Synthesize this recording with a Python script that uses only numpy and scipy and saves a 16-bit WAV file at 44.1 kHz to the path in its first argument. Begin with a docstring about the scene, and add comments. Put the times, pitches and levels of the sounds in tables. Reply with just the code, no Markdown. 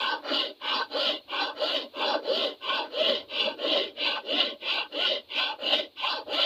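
"""A coarse steel file rasps to and fro across a wooden stick on a plank bench, close by, out of doors.
Rows of teeth catch at a rate that rises and falls with each stroke, and torn fibres crackle between
them. Both set the stick and the bench ringing; the crackle also rings the blade. A small microphone
dulls the treble. Behind the work lie open air, a far rumble and one faint bird."""
import sys
import numpy as np
from scipy import signal
from scipy.fft import rfft, irfft, next_fast_len
from scipy.io import wavfile
from scipy.ndimage import uniform_filter1d

SR = 44100
rng = np.random.default_rng(int(sys.argv[2]) if len(sys.argv) > 2 else 0)


def to_wav(sig):
    """Store sig (one row per channel, or 1-D mono) as 16-bit WAV at the path in sys.argv[1].

    Samples outside -1..1 are clipped; the rate is SR.
    """
    pcm = np.clip(np.atleast_2d(sig), -1, 1) * 32767
    pcm = np.round(pcm).astype(np.int16)
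    wavfile.write(sys.argv[1], SR, pcm.T)  # frames by channels


N = 284445


def from_db(db):
    return 10 ** (np.asarray(db) / 20)


def rms_one(x):
    return x / np.sqrt(np.mean(x ** 2) + 1e-20)


def filtered(x, order, hz, kind="low"):
    return signal.sosfilt(signal.butter(order, hz, kind, fs=SR, output="sos"), x)


def in_time(rows):
    """Rows that begin with a time become curves, one value a sample."""
    seconds, *columns = np.transpose(rows)
    return [np.interp(np.arange(N) / SR, seconds, column) for column in columns]


def drift(hz):
    """Slow random wander with a spread of 1."""
    pole = np.exp(-80 * np.pi * hz / SR)
    slow = signal.lfilter([1], [1, -2 * pole, pole * pole], rng.standard_normal(N // 40 + 2002))[2000:]
    return np.interp(np.arange(N) / 40, np.arange(len(slow)), rms_one(slow - slow.mean()))


def coloured(x, spectrum):
    """Shapes x by a spectrum, then scales it to rms 1."""
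    size = next_fast_len(N)
    hz, level_db = np.transpose(spectrum)
    bin_hz = np.arange(size // 2 + 1) * SR / size
    gain = from_db(np.interp(np.log(bin_hz + 1), np.log(hz), level_db, -90, -90))
    return rms_one(irfft(rfft(x, size) * gain, size)[:N])


def arch(share, top):
    """Half a sine over a stroke, leaning so that it peaks at the share top."""
    return np.abs(np.sin(np.pi * share ** (np.log(.5) / np.log(top))))


# The hand at the bench, pull and push in turn. Each row: start and end in seconds, shares of the stroke
# where it bears hardest and moves fastest, top tooth rows per second, relative hum in dB, drive of
# blade, bench and stick at full effort in dB, dB gained over the stroke by bench and stick, mean blade
# brightness and its swing in dB per octave, sizzle in dB against the blade.
FILE_STROKES = [(-.063, .22, 0.32, .48, 735, 3, -30.5, -38.5, -28.5, 9, 11.5, 4.5, 10, -32.5),
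                (.215, .544, 0.48, 0.44, 710, 1, -28, -34.5, -37.5, -5, -13, 12.5, -3, -33.5),
                (.595, .882, .44, 0.46, 700, 5, -29, -38.5, -30.5, -3.5, 5.5, 2, 12, -35),
                (.88, 1.221, 0.47, 0.45, 713, 7.5, -26.5, -34.5, -38, -4, -11, 10, -4, -33),
                (1.267, 1.546, 0.45, .54, 800, 2.5, -30, -38, -31, 7, 10, 3, 9, -35),
                (1.531, 1.891, 0.48, 0.45, 715, 7, -28.5, -33.5, -38, 0, -12, 10.5, -3.5, -31.5),
                (1.92, 2.219, .45, 0.58, 850, 1.5, -31, -32, -31, 7, 9, 4, 11.5, -34),
                (2.201, 2.573, 0.5, 0.49, 683, 4.5, -29, -30.5, -39, -10, -10, 12.5, -7.5, -31.5),
                (2.597, 2.896, 0.44, 0.47, 763, 4, -29.5, -36.5, -32.5, 9, 9.5, -3.5, 6.5, -36),
                (2.882, 3.267, 0.48, 0.39, 664, 6, -26, -33.5, -39, -4, -4, 3, 0.7, -35),
                (3.267, 3.567, 0.49, 0.48, 647, -8.5, -27.5, -36, -35, 6, 10.5, -3, .5, -38),
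                (3.56, 3.946, 0.43, 0.41, 647, -3, -26, -33, -40.5, -9, -4, 2, 1.5, -36),
                (3.943, 4.232, 0.47, .54, 800, 3, -26.5, -37, -38.5, 3, 15, -4.5, -0.5, -38.5),
                (4.225, 4.576, 0.46, .45, 730, 6, -25.5, -33.5, -40, -3, -6, -0.5, 1, -37.5),
                (4.588, 4.885, 0.47, .52, 794, 10.5, -26, -40, -37, -5, 16.5, -9, 2, -39.5),
                (4.893, 5.24, .46, 0.41, 737, 7, -25, -36, -42.5, -4.5, -5, 0.5, 4, -37.5),
                (5.275, 5.575, .47, 0.56, 783, 2.5, -27, -41, -35, 3.5, 16, -6.5, 3.5, -38),
                (5.573, 5.897, 0.44, 0.43, 830, -1, -27, -34.5, -41, -5.5, -10, 1.7, 0, -34),
                (5.951, 6.244, 0.41, 0.54, 710, 10.5, -29.5, -45, -34, 25, 18, 3, 11.5, -35.5),
                (6.248, 6.609, .51, 0.43, 680, 9.5, -23, -36, -40, -15, -16, 1.5, 2, -35)]
# Each row, pull then push: the powers of effort that drive blade, bench and stick.
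EFFORT_EXPONENTS = [(1.9, 1.07, 1.33), (2.2, 0.96, 1.4)]
# Brief swells and dips in the ring of blade, bench and stick. Each row: time in seconds, then the dB
# gained by each of the three.
RASP_SWELLS = [(.13, 1, 4.5, 3.5), (.312, -3, 9.5, -2.5), (.404, 4.5, 0, 3.5), (.69, 2, -5.5, .1),
               (0.812, -0.5, 5.5, 11), (0.958, -3, 7, 2), (1.105, 1.5, 3.5, 2), (1.335, 0.5, -1, 7.5),
               (1.42, 0, .1, 2), (1.634, 2, 7, 4), (1.77, 3.5, -3, -1), (2.02, 2.5, -1.5, 7),
               (2.149, 2, 6.5, 6), (2.31, -3.5, 2.5, 2.5), (2.452, 3, 5, 0), (2.7, 3, -2, 3.5),
               (3.002, 0, 10.5, -4), (3.096, 2.5, 11, 6), (3.4, 2.5, 1, 1.5), (3.474, -0.5, 10.5, 3.5),
               (3.651, 0, 10, 4.5), (3.767, 0, 6, 6), (4.066, 4.5, 1, 6), (4.172, 1.5, 1.5, 11.5),
               (4.327, 1, 7.5, -5), (4.405, 3.5, 0.5, 5), (4.7, 4, -9, 3), (4.82, 1.5, -2.5, 4),
               (4.975, 0, 6, -4), (5.057, 2, -5, 9), (5.167, 0.5, 5.5, 8), (5.394, 5, -4.5, 6.5),
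               (5.737, 7, 10.5, 9), (5.795, 5, 10, 5), (6.05, 3.5, -6, 7.5), (6.341, 4.5, -4.5, 4.5),
               (6.399, 0.5, 4, 7)]


def strokes():
    """Each stroke speeds up and slows, bears down and eases, as the contact slides along the blade."""
    silent_db, swell_s = -95.0, 0.012
    swing_at, swing_over = 0.46, 0.057   # shares of the stroke
    t, push = np.arange(N) / SR, np.zeros(N, bool)
    tooth_hz, hum, hiss_db, place, bright_db = np.zeros((5, N))
    drive_db = np.full((3, N), silent_db)
    for k, (start, end, hardest, fastest, top_hz, hum_db, *top_db,
            bench_gain_db, stick_gain_db, mean_db, swing_db, sizzle_db) in enumerate(FILE_STROKES):
        now = t >= start
        share = np.clip((t[now] - start) / (end - start), 0, 1)
        speed, effort = arch(share, fastest), arch(share, hardest)
        tooth_hz[now], hum[now] = top_hz * speed, from_db(hum_db) * speed
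        hiss_db[now], push[now] = sizzle_db, k % 2
        place[now] = np.cos(np.pi * share) / 2 * (-1) ** k   # -.5 at the tip, .5 at the heel
        bright_db[now] = mean_db + swing_db * np.tanh((share - swing_at) / swing_over)
        effort_db = np.outer(EFFORT_EXPONENTS[k % 2], 20 * np.log10(effort + 1e-9))
        ramp_db = np.outer([0, bench_gain_db, stick_gain_db], share - .5)
        drive_db[:, now] = np.maximum(np.c_[top_db] + effort_db + ramp_db, drive_db[:, now])
    for at_s, *gained_db in RASP_SWELLS:
        drive_db += np.outer(gained_db, np.exp(-.5 * ((t - at_s) / swell_s) ** 2))
    return tooth_hz, hum, hiss_db, push, place, bright_db, drive_db


def fibres(rows_passed, snaps_per_s=6000, spread_db=1.5, bunching=.4):
    """Fibres tear in dense uneven snaps, bunched where a row of teeth bites."""
    sizes = from_db(spread_db * np.minimum(rng.exponential(1, N), 4)) * rng.choice([-1, 1], N)
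    torn = rng.random(N) < snaps_per_s / SR * (1 + bunching * np.cos(2 * np.pi * rows_passed))
    return rms_one(sizes * torn * from_db(0.46 * drift(27)))


def teeth(rows_passed, push):
    """The tooth rows push the wood in a rounded, wavering pulse; a finer cross cut adds its own tone."""
    cross_cut = (1.45, np.where(push, -15, -5.5))   # multiple of the tooth rate, dB
    return sum(from_db(db + 3.0 * drift(18)) * np.sin(2 * np.pi * k * rows_passed + .5 * k * drift(35))
               for k, db in [(1, 0), (2, -6), (3, -13), cross_cut])


def resonance(x, hz, width_hz):
    """One ringing mode: a two-pole peak of height 1."""
    r = np.exp(-np.pi * width_hz / SR)
    poles = [1, -2 * r * np.cos(2 * np.pi * hz / SR), r * r]
    return signal.lfilter([(1 - r * r) / 2, 0, (r * r - 1) / 2], poles, x)


def body(force, modes, push, place, wander_db, bright_db=0):
    """Modes ring together; each one's share follows the contact point and wanders with the grain."""
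    hz, width_hz, pull_db, push_db, slide_db = np.transpose(modes)
    pull_power, push_power = [np.sum(from_db(2 * db) * np.pi * width_hz / SR)
                              for db in (pull_db, push_db)]
    force = force / np.sqrt(np.where(push, push_power, pull_power))
    out = 0
    for k in range(len(hz)):
        share_db = np.where(push, push_db[k], pull_db[k]) + slide_db[k] * place + wander_db * drift(9.86)
        tilt_db = bright_db * np.log2(hz[k] / 3100)   # sharper snaps reach the higher modes
        out = out + (-1) ** k * resonance(force * from_db(share_db + tilt_db), hz[k], width_hz[k])
    return out


# The plank under the work. Each row: a mode's pitch and width in Hz, relative level in dB on the pull
# and on the push, dB gained as the contact slides from tip to heel.
BENCH_MODES = [(235.7, 41.5, -12, -16, 4.3), (291.6, 33.5, -4, -8.5, 3), (383, 41, -8, -9.5, 9.5),
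               (490.6, 96, -2.5, -4.5, -9.5), (582.3, 74, 3.5, 5.5, 0), (651, 55, -2.5, -5, -4)]


def bench(force, snaps, drive_db, push, place):
    """The plank rings low; its three lowest modes follow the hand's pressure, brief swells smoothed."""
    upper = body(force * from_db(drive_db), BENCH_MODES[3:], push, place, wander_db=1.92)
    steady_db = uniform_filter1d(drive_db, size=3000)
    return upper + body(snaps * from_db(steady_db - 8.0), BENCH_MODES[:3], push, place, wander_db=4.0)


# The stick under the file. Each row: a mode, as for the bench.
STICK_MODES = [(839.3, 40.3, 0, 2, -6.5), (947, 71, -2.5, -9.5, -1), (1065.6, 57.4, -1.5, 3, 5.5),
               (1182, 171, -5, -6, 1.5), (1320, 490, -14, -3.5, -2.5), (1537, 42, -0.5, 1, 0.5)]


def stick(force, drive_db, push, place):
    """Teeth and snaps ring the stick in the midrange."""
    return body(force * from_db(drive_db), STICK_MODES, push, place, wander_db=2.3)


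def tooth_hum(pulse, bench_db, stick_db):
    """The pulse of the teeth also leaves the wood between its modes."""
    low = filtered(from_db(bench_db - 7.5) * pulse, 2, 900)
    return low + filtered(from_db(stick_db - 9.5) * pulse, 2, [850, 1700], "band")


# The steel of the file. Each row: a mode, as for the bench.
BLADE_MODES = [(1810, 67, -40, -31.5, -6.5), (2039, 68, -24, -7.5, 15.5), (2345, 113, -10.5, -13, 4.5),
               (2670, 153, -3.5, -8.5, -3.5), (2889, 85, 2, 3, 0.5), (3147, 191, -3.5, -1.5, 4.8),
               (3447, 80, 0.5, -2.5, 3), (3683, 174, -9, -8.5, 10), (4039, 140, -5, -7, 1.5),
               (4390, 100, -14.5, -13.5, -0.5), (4603, 98, -7.5, -12, 1), (4765, 300, -15, -19.5, 3),
               (5396, 175, -20.5, -30, 4.5)]


def blade(snaps, drive_db, push, place, bright_db):
    """The snaps ring the steel, its brightness swinging near mid-stroke."""
    return body(snaps * from_db(drive_db), BLADE_MODES, push, place, wander_db=2.0, bright_db=bright_db)


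# The blade's thin hiss, heard close. Each row: frequency in Hz, relative level in dB.
SIZZLE_SPECTRUM = [(5200, -34.5), (5800, 3), (6900, 8.5), (7500, -9), (9000, -7.5), (11000, -6.5),
                   (13500, -7), (15600, -5)]
# Its highest ringing. Each row: a mode, as for the bench.
SIZZLE_MODES = [(6700, 310, 3.5, 7, .1), (8440, 200, -3.5, -7, .1), (8900, 250, -8.5, -6, .1),
                (10400, 210, -4.5, -2, .1), (12200, 300, -8, -7.5, .1), (13300, 460, -11.5, -6, .1),
                (14550, 300, -4, 0, .1)]


def sizzle(snaps, drive_db, push, place):
    """The top of the crackle hisses off the blade and rings its high modes."""
    hiss = coloured(snaps, SIZZLE_SPECTRUM) * from_db(drive_db + drift(12))
    ringing = body(snaps * from_db(drive_db - 9.5), SIZZLE_MODES, push, place, wander_db=5.0)
    return hiss + filtered(ringing, 4, 6200, "high")


def filing():
    """Fibres and teeth sound through wood and steel, near the microphone."""
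    tooth_hz, hum, hiss_db, push, place, bright_db, (blade_db, bench_db, stick_db) = strokes()
    rows_passed = np.cumsum(tooth_hz * (1 + .008 * drift(25))) / SR
    snaps = fibres(rows_passed)
    pulse = hum * teeth(rows_passed, push)
    force = snaps + from_db(-18.5) * pulse
    rasp = bench(force, snaps, bench_db, push, place)
    rasp += stick(force, stick_db, push, place)
    rasp += tooth_hum(pulse, bench_db, stick_db)
    rasp += blade(snaps, blade_db, push, place, bright_db)
    rasp = filtered(rasp, 9, 205, "high")   # the plank is too small for bass
    rasp = filtered(rasp, 10, 5400)   # the microphone port rolls off steeply
    return rasp + sizzle(snaps, blade_db + hiss_db, push, place)


# Open air all round, with the microphone's hiss. Each row: frequency in Hz, relative level in dB.
AIR_SPECTRUM = [(20, -22.5), (60, -24), (160, -28.5), (300, -1.5), (600, -10.5), (950, -16), (1800, -25),
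                (2900, -13), (4200, -8.5), (5400, -33.5), (7000, -38.5), (10000, -36), (15000, -29.5),
                (16000, -33)]


def air(level_db=-58.5):
    """A soft, slightly wavering bed of noise."""
    return from_db(level_db + 0.75 * drift(1.7)) * coloured(rng.standard_normal(N), AIR_SPECTRUM)


# Far from the bench. Each row: time in seconds, level in dB.
RUMBLE_LEVELS = [(0.0, -76), (0.55, -82.5), (0.7, -72.5), (2.17, -78.5), (3.48, -70.5), (4.58, -77),
                 (6.02, -75), (6.45, -69)]


def rumble():
    """A distant band of low noise swells and sinks."""
    low = filtered(rng.standard_normal(N), 3, [60, 125], "band")
    return from_db(in_time(RUMBLE_LEVELS)[0] + 2.0 * drift(3.5)) * rms_one(low)


# A bird a long way off. Each row: time in seconds, pitch in Hz, level in dB.
BIRD_CHIRP = [(1.19, 4327, -90), (1.22, 4253, -55), (1.27, 4312, -75), (1.3, 4400, -88.5)]


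def bird():
    """One faint whistle dips and rises in pitch."""
    hz, level_db = in_time(BIRD_CHIRP)
    return from_db(level_db) * np.sin(2 * np.pi * np.cumsum(hz) / SR)


# Ground and wall, within a few metres. Each row: delay in seconds, level in dB against the filing.
REFLECTIONS = [(.0067, -18), (.0127, -20), (.023, -23), (.041, -27)]


def scene():
    """The close filing and its echoes, over air, rumble and bird."""
    near = filing()
    out = near + air() + rumble() + bird()
    for delay_s, db in REFLECTIONS:
        lag = round(delay_s * SR)
        out[lag:] += from_db(db) * near[:-lag]
    return out[None]


def record(dry, cutoff_hz=15450):
    """One microphone channel, its very top cut steeply."""
    return signal.sosfilt(signal.ellip(12, .5, 70, cutoff_hz, fs=SR, output="sos"), dry)


dry = scene()
out = record(dry)
to_wav(out)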